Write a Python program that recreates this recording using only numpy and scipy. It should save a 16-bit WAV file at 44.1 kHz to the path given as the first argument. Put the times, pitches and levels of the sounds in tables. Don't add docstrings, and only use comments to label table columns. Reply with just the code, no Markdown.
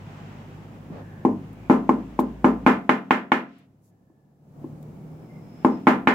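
import sys
import numpy as np
from scipy import signal
from scipy.fft import rfft, irfft
from scipy.io import wavfile
from scipy.ndimage import uniform_filter1d, minimum_filter1d

SR = 44100
rng = np.random.default_rng(int(sys.argv[2]) if len(sys.argv) > 2 else 0)


def file_out(sig):
    cols = np.atleast_2d(sig).T
    lim = np.clip(cols, -1, 1)
    pcm = np.round(lim * 32767).astype(np.int16)
    wavfile.write(sys.argv[1], SR, pcm)


N = 270774

# frequency_hz, level_db
HISS_SPECTRUM = [(100, -3.5), (3000, -2.5), (7700, -0.5), (8300, -4), (15500, -1.5)]


def amp(db):
    return 10 ** (np.asarray(db) / 20)


def unit(x):
    return x / np.sqrt(np.mean(x ** 2) + 1e-20)


def read(points, hz):
    f, value = np.transpose(points)
    return np.interp(np.log(hz + 1), np.log(f + 1), value)


def add(mix, s, sound):
    part = mix[:, max(round(s * SR), 0):][:, :sound.shape[-1]]
    part += sound[..., :part.shape[1]]


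def click(points, size=4096):
    hz = abs(np.fft.fftfreq(size, 1 / SR))
    log_gain = np.log(amp(read(points, hz)))
    spectrum = np.exp(np.conj(signal.hilbert(log_gain)))
    return np.fft.ifft(spectrum).real[:size // 2]


def noise(points, size):
    # frequency_hz, coherence (0 to 1)
    coherence = [(50, 1), (300, 0.87), (600, .7), (1100, 0.01), (2200, .05), (8000, 0)]
    hz = np.fft.rfftfreq(size, 1 / SR)
    left, other = rfft(rng.standard_normal((2, size)))
    same = read(coherence, hz)
    right = same * left + np.sqrt(1 - same ** 2) * other
    return irfft(np.array([left, right]) * amp(read(points, hz)), size)


def wander(rate_hz):
    hz = np.fft.rfftfreq(N, 1 / SR)
    spectrum = rfft(rng.standard_normal(N)) / (1 + (hz / rate_hz) ** 4)
    return unit(irfft(spectrum, N))


def low_cut(x, corner_hz):
    return signal.sosfilt(signal.butter(2, corner_hz, "high", fs=SR, output="sos"), x)


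def swells(rows):
    out = np.zeros((2, N))
    for start, end, hz, width, db in rows:
        swell = np.sin(np.linspace(0, np.pi, round((end - start) * SR)))
        edges_hz = [max(hz - width / 2, 20), hz + width / 2]
        band = signal.butter(2, edges_hz, "band", fs=SR, output="sos")
        sound = signal.sosfilt(band, noise(HISS_SPECTRUM, len(swell))) * swell
        add(out, start, amp(db) * unit(sound))
    return out


def lull_db(late_s=0):
    start_s, fall_s, end_s, rise_s, depth_db = 2.7, 0.81, 4.38, 0.25, -16.5
    t = np.arange(N) / SR
    sinking = (t - start_s - late_s) / fall_s
    returning = 1 - (t - end_s) / rise_s
    return depth_db * np.clip(np.minimum(sinking, returning), 0, 1)


def street(tyre_lull=1.15, tyre_late_s=0.45, hiss_lull=0.76):
    # frequency_hz, level_db
    rumble_spectrum = [(25, -18), (60, -19.5), (90, -10.5), (150, -3), (250, -6.5), (400, -14.5),
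                       (800, -21), (1300, -33), (2500, -49.5), (6000, -71)]
    # frequency_hz, level_db
    tyre_spectrum = [(200, -28.5), (800, 1), (1500, -5), (2800, -10), (4200, -21), (7500, -25.5),
                     (9000, -40), (16000, -49)]
    # nearest_s, tyre_level_db, time to cover its own distance from the room span_s
    passes = [(0.218, -50.5, 0.28), (2.0, -55, 0.51), (5.72, -53.5, 0.083)]
    t = np.arange(N) / SR
    swell_db = .5 * wander(10)
    nearness = np.sqrt(sum(amp(db) ** 2 / (1 + ((t - s) / span_s) ** 2) for s, db, span_s in passes))
    rumble = amp(-44.5 + lull_db() + swell_db) * unit(noise(rumble_spectrum, N))
    tyre_gain = nearness * amp(tyre_lull * lull_db(tyre_late_s) + swell_db)
    tyres = tyre_gain * unit(noise(tyre_spectrum, N))
    hiss = amp(-69 + hiss_lull * lull_db()) * unit(noise(HISS_SPECTRUM, N))
    return rumble + tyres + hiss


def engines(waver=.006, flutter_db=-0.3, throb=0.31, lull_share=.9, count=5):
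    # start_s, end_s, firing rate at idle_hz, speed-up from pull_s, gain in hz_per_s, level_db
    engine_runs = [(-.3, 2.66, 50.73, 1.2, 4.1, -2), (3.6, 5.6, 35.58, 4.2, 3.7, 0.5)]
    # centre_hz, width_hz, peak_db
    room_modes = [(56.9, 5.7, -40), (102.85, 4.2, -43), (153, 30, -46), (209, 22, -59), (256, 15, -56.5)]
    fade_db_per_s = 121
    t, out = np.arange(N) / SR, np.zeros(N)
    for start, end, idle_hz, pull_s, hz_per_s, db in engine_runs:
        hz = idle_hz + hz_per_s * np.maximum(t - pull_s, 0)
        turn = 2 * np.pi * np.cumsum(hz * (1 + waver * wander(6))) / SR
        outside_s = abs(t - np.clip(t, start, end))
        level = amp(db - fade_db_per_s * outside_s + flutter_db * wander(9))
        for k in range(1, count + 1):
            lift = sum(amp(peak_db) / (1 + (2 * (k * hz - centre) / width) ** 2)
                       for centre, width, peak_db in room_modes)
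            throbbing = 1 + throb * k / count * wander(4.7)
            out += level * lift * throbbing * np.sin(k * turn)
    return np.sqrt(2) * amp(lull_share * lull_db()) * out


def whines():
    # start_s, end_s, pitch_hz, width_hz, level_db
    whine_bands = [(.92, 1.35, 1680, 280, -61), (1.5, 1.75, 2330, 260, -66), (3.8, 4.5, 1730, 90, -86),
                   (4.55, 5.9, 2270, 240, -77), (5.28, 5.43, 2090, 90, -66), (5.0, 5.65, 5190, 200, -81),
                   (5.35, 5.95, 5190, 180, -73), (5.69, 5.81, 5180, 110, -68)]
    return swells(whine_bands)


def rubs():
    # start_s, end_s, centre_hz, width_hz, level_db
    rub_bands = [(.895, .97, 188, 60.19, -41), (.895, 1.05, 380, 590, -44), (3.42, 3.68, 1830, 1950, -65.5),
                 (3.81, 3.92, 10000, 9030, -74.5)]
    return swells(rub_bands)


def splinters():
    # start_s, level_db, decay time constant length_s
    ticks = [(1.530, -58.5, 0.0045), (2.195, -41.5, 0.0072), (2.202, -43, 0.0091), (3.583, -66, 0.01),
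             (4.828, -54.5, 0.0035)]
    # frequency_hz, level_db
    tick_spectrum = [(500, -46), (3500, 3), (5000, -7), (7700, -0.5), (9500, -3), (13000, 2.5),
                     (16000, -5.5)]
    t, out = np.arange(SR // 2) / SR, np.zeros((2, N))
    for s, db, length in ticks:
        add(out, s, amp(db) * np.exp(-t / length) * unit(noise(tick_spectrum, len(t))))
    return out


def room(t, build_s=0.0091):
    # frequency_hz, level_db
    room_spectrum = [(50, -21), (120, -14.5), (200, 20), (330, 22), (560, 22.5), (900, 22), (1400, 22),
                     (2200, 14), (3200, 3.5), (4400, -5.5), (7300, -8.5), (9000, -20.5), (11000, -15),
                     (16000, -24)]
    # frequency_hz, t60_s
    room_decay = [(150, .9), (400, 0.34), (1000, 0.29), (2700, 0.28), (7000, .22), (14000, .29)]
    hz, s, z = signal.stft(noise(room_spectrum, len(t)), SR, nperseg=512)
    t60 = read(room_decay, hz)[:, None]
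    z = z * amp(-60 * s / t60) * np.sqrt(2 * np.log(1000) / (t60 * SR))
    tail = signal.istft(z, SR, nperseg=512)[1][:, :len(t)]
    return tail * (1 - np.exp(-t / build_s))


def ring(t, modes, scatter_hz=620, rise_s=0.002):
    out = np.zeros((2, len(t)))
    for hz, db, t60, pan_db in modes:
        spread = min(hz / scatter_hz, 2) ** 3
        phase = spread * (rng.standard_normal() + 0.25 * rng.standard_normal((2, 1)))
        level_db = db - 60 * t / t60 + np.array([[pan_db], [-pan_db]]) / 2
        out += amp(level_db) * np.sin(2 * np.pi * hz * t + phase)
    return out * (1 - np.exp(-t / rise_s))


def snap(size, lead_s=.0007, lead_db=-5):
    # frequency_hz, level_db
    snap_spectrum = [(40, -13), (130, 2), (260, 25), (480, 13.5), (650, 12.5), (950, 27.5), (1400, 20.5),
                     (2200, 3.5), (3200, -15), (4500, -27.5), (8500, -35), (11000, -28), (16000, -29.5)]
    echoes = [(.0038, 0.0036, -2.5), (.0089, .0085, -13.5), (0.0204, .0189, -10.5)]
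    out, pulse = np.zeros((2, size)), click(snap_spectrum)
    add(out, 0, -amp(lead_db) * pulse)
    add(out, lead_s, pulse)
    for left_s, right_s, db in echoes:
        add(out[:1], lead_s + left_s, amp(db) * pulse)
        add(out[1:], lead_s + right_s, amp(db) * pulse)
    return out


def knock(t, contact_s=0.00025):
    # frequency_hz, t60_s, left_db, right_db
    handle_modes = [(886, 0.013, -8, -9), (1345, .03, -19, -7.5), (1760, 0.038, -25, -24.5),
                    (2170, 0.051, -19, -19), (2960, 0.037, -30.5, -32), (3700, .025, -35, -35)]
    modes = sum(amp(np.array([[left], [right]]) - 60 * t / t60) * np.sin(2 * np.pi * hz * t)
                for hz, t60, left, right in handle_modes)
    return -modes * (1 - np.exp(-(t / contact_s) ** 2))


def crunch(t, level_db=-9, rise_s=.0008, length_s=0.0054):
    # frequency_hz, level_db
    crunch_spectrum = [(300, -27), (700, -0.5), (1200, 6.5), (2300, -2.5), (3300, -14.5), (4500, -27),
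                       (7500, -31.5), (9000, -41.5), (11000, -33.5), (16000, -43.5)]
    envelope = (1 - np.exp(-t / rise_s)) * np.exp(-t / length_s)
    return amp(level_db) * envelope * unit(noise(crunch_spectrum, len(t)))


def force(level_db, thud_db, knock_db, bite_db, crack_db):
    spectrum = [(70, 0.004), (170, thud_db), (360, thud_db), (650, 0), (1080, 0.013),
                (1280, knock_db), (1750, bite_db), (3300, bite_db), (6500, crack_db)]
    return amp(level_db) * click(spectrum)[None]


def contacts():
    # start_s, force_db, give of the wood (0 seated to 1 soft), ringing of jamb, chisel and room ringing_db
    blow_rows = [(1.2511, -4.5, 0.94, -3), (1.699, -4.5, 0.58, 5), (1.8931, -1, 0.73, -4.5),
                 (2.1915, -6, 0.84, -4), (2.4451, -0.5, 0.57, 0), (2.665, 0, 0.2, 3), (2.894, 0, 0.15, -2),
                 (3.109, -1.5, 0.023, -1), (3.3197, -1.5, .02, -2), (5.6484, -0.5, 0.7, -3),
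                 (5.8708, 0.5, 0.22, 2.5), (6.0737, -1.5, .02, 2)]
    # start_s, force_db, ringing_db
    touch_rows = [(.901, -41, -8.5), (3.561, -63, -10), (4.1, -56.5, -16), (4.643, -33, -11.5)]
    # thud_db, knock_db, bite_db, crack_db
    seated, soft = np.array((0.5, -.5, 4.5, -1)), np.array((11, -22, -18.5, -7))
    touch_colour = (25.5, -30, -21.5, -6)
    powers = np.array([1, 3.4, 1, 1])
    rows = []
    for s, db, give, ringing_db in blow_rows:
        colour = seated + (soft - seated) * np.clip(give, 0, 1) ** powers
        rows.append((s, db, colour, ringing_db))
    for s, db, ringing_db in touch_rows:
        rows.append((s, db, touch_colour, ringing_db))
    return rows


def chisel(snap_db=-1, chisel_db=1.5, room_db=3.0, fresh=0.55):
    # frequency_hz, level_db, t60_s, left minus right pan_db
    jamb_modes = [(148.4, -37, 0.55, 3), (191.8, -30, 0.73, -3), (216.6, -20.5, 0.33, -2.5),
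                  (232.7, -24.5, 0.37, 0.5), (253.1, -13, 0.23, -1), (269.3, -33, 0.79, -1),
                  (316, -27.5, 0.3, -7), (324.4, -24, 0.2, -2.5), (336, -33, 0.12, 2),
                  (385.4, -25.5, .23, 4), (434, -26, 0.29, 2.5), (538, -36, 0.12, -2),
                  (593, -34.5, .25, 1.5), (696, -37.5, 0.62, -1)]
    # frequency_hz, level_db, t60_s, left minus right pan_db
    chisel_modes = [(789.3, -29.5, 0.3, 2), (835.1, -31.5, 0.3, 3), (879.5, -27.5, 0.3, 0),
                    (931.3, -31.0, 0.3, 5), (994.6, -34.0, 0.3, 5), (1023.5, -27.5, 0.3, 0),
                    (1045.7, -30.5, 0.3, -5), (1191.1, -30.5, 0.3, -6), (1314.2, -27.5, 0.3, 0),
                    (1341.1, -33.0, 0.3, -2), (1440.7, -33.6, 0.26, 6), (1525.5, -37.8, 0.26, 12),
                    (1754.3, -31.8, 0.26, -12), (1835.7, -38.6, 0.26, 1), (1962.9, -40.6, 0.26, 1),
                    (2088.7, -34.6, 0.26, -3), (2176.9, -34.0, 0.26, 2), (2292.6, -47.7, 0.26, -7),
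                    (2425.8, -37.0, 0.26, -4), (2872.0, -45.0, 0.26, -2), (3014.6, -46.5, 0.26, -5),
                    (3320.8, -50.4, 0.26, -1)]
    t, out = np.arange(SR) / SR, np.zeros((2, N))
    direct = low_cut(amp(snap_db) * snap(len(t)) + knock(t), corner_hz=127)
    shared_tail = room(t)
    boom = low_cut(ring(t, jamb_modes), corner_hz=104)
    wood = boom + amp(chisel_db) * ring(t, chisel_modes)
    for s, force_db, colour, ringing_db in contacts():
        tail = amp(room_db) * (np.sqrt(1 - fresh) * shared_tail + np.sqrt(fresh) * room(t))
        response = direct + crunch(t) + amp(ringing_db) * (wood + tail)
        pulse = force(force_db, *colour)
        add(out, s - .001, signal.fftconvolve(response, pulse, axes=1))
    return out


def facing(x):
    # frequency_hz, balance_db
    balance = [(200, 2), (900, 1), (2000, -1), (4500, -2.5), (7500, 3), (15000, 6)]
    pan_db = read(balance, np.fft.rfftfreq(2 * N, 1 / SR))
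    return irfft(rfft(x, 2 * N) * amp(np.array([pan_db, -pan_db]) / 2))[:, :N]


def scene():
    background = street() + engines() + whines()
    work = facing(chisel() + splinters()) + rubs()
    return background + work


def record(dry):
    size = round(.002 * SR)
    gain = np.minimum(1, .96 / (abs(dry).max(0) + 1e-9))
    smooth_gain = uniform_filter1d(minimum_filter1d(gain, size), size)
    limited = low_cut(dry * smooth_gain, corner_hz=30)
    high_cut = signal.firwin(255, 16000, window=("kaiser", 8), fs=SR)
    return signal.oaconvolve(limited, high_cut[None], "same")


dry = scene()
out = record(dry)
file_out(out)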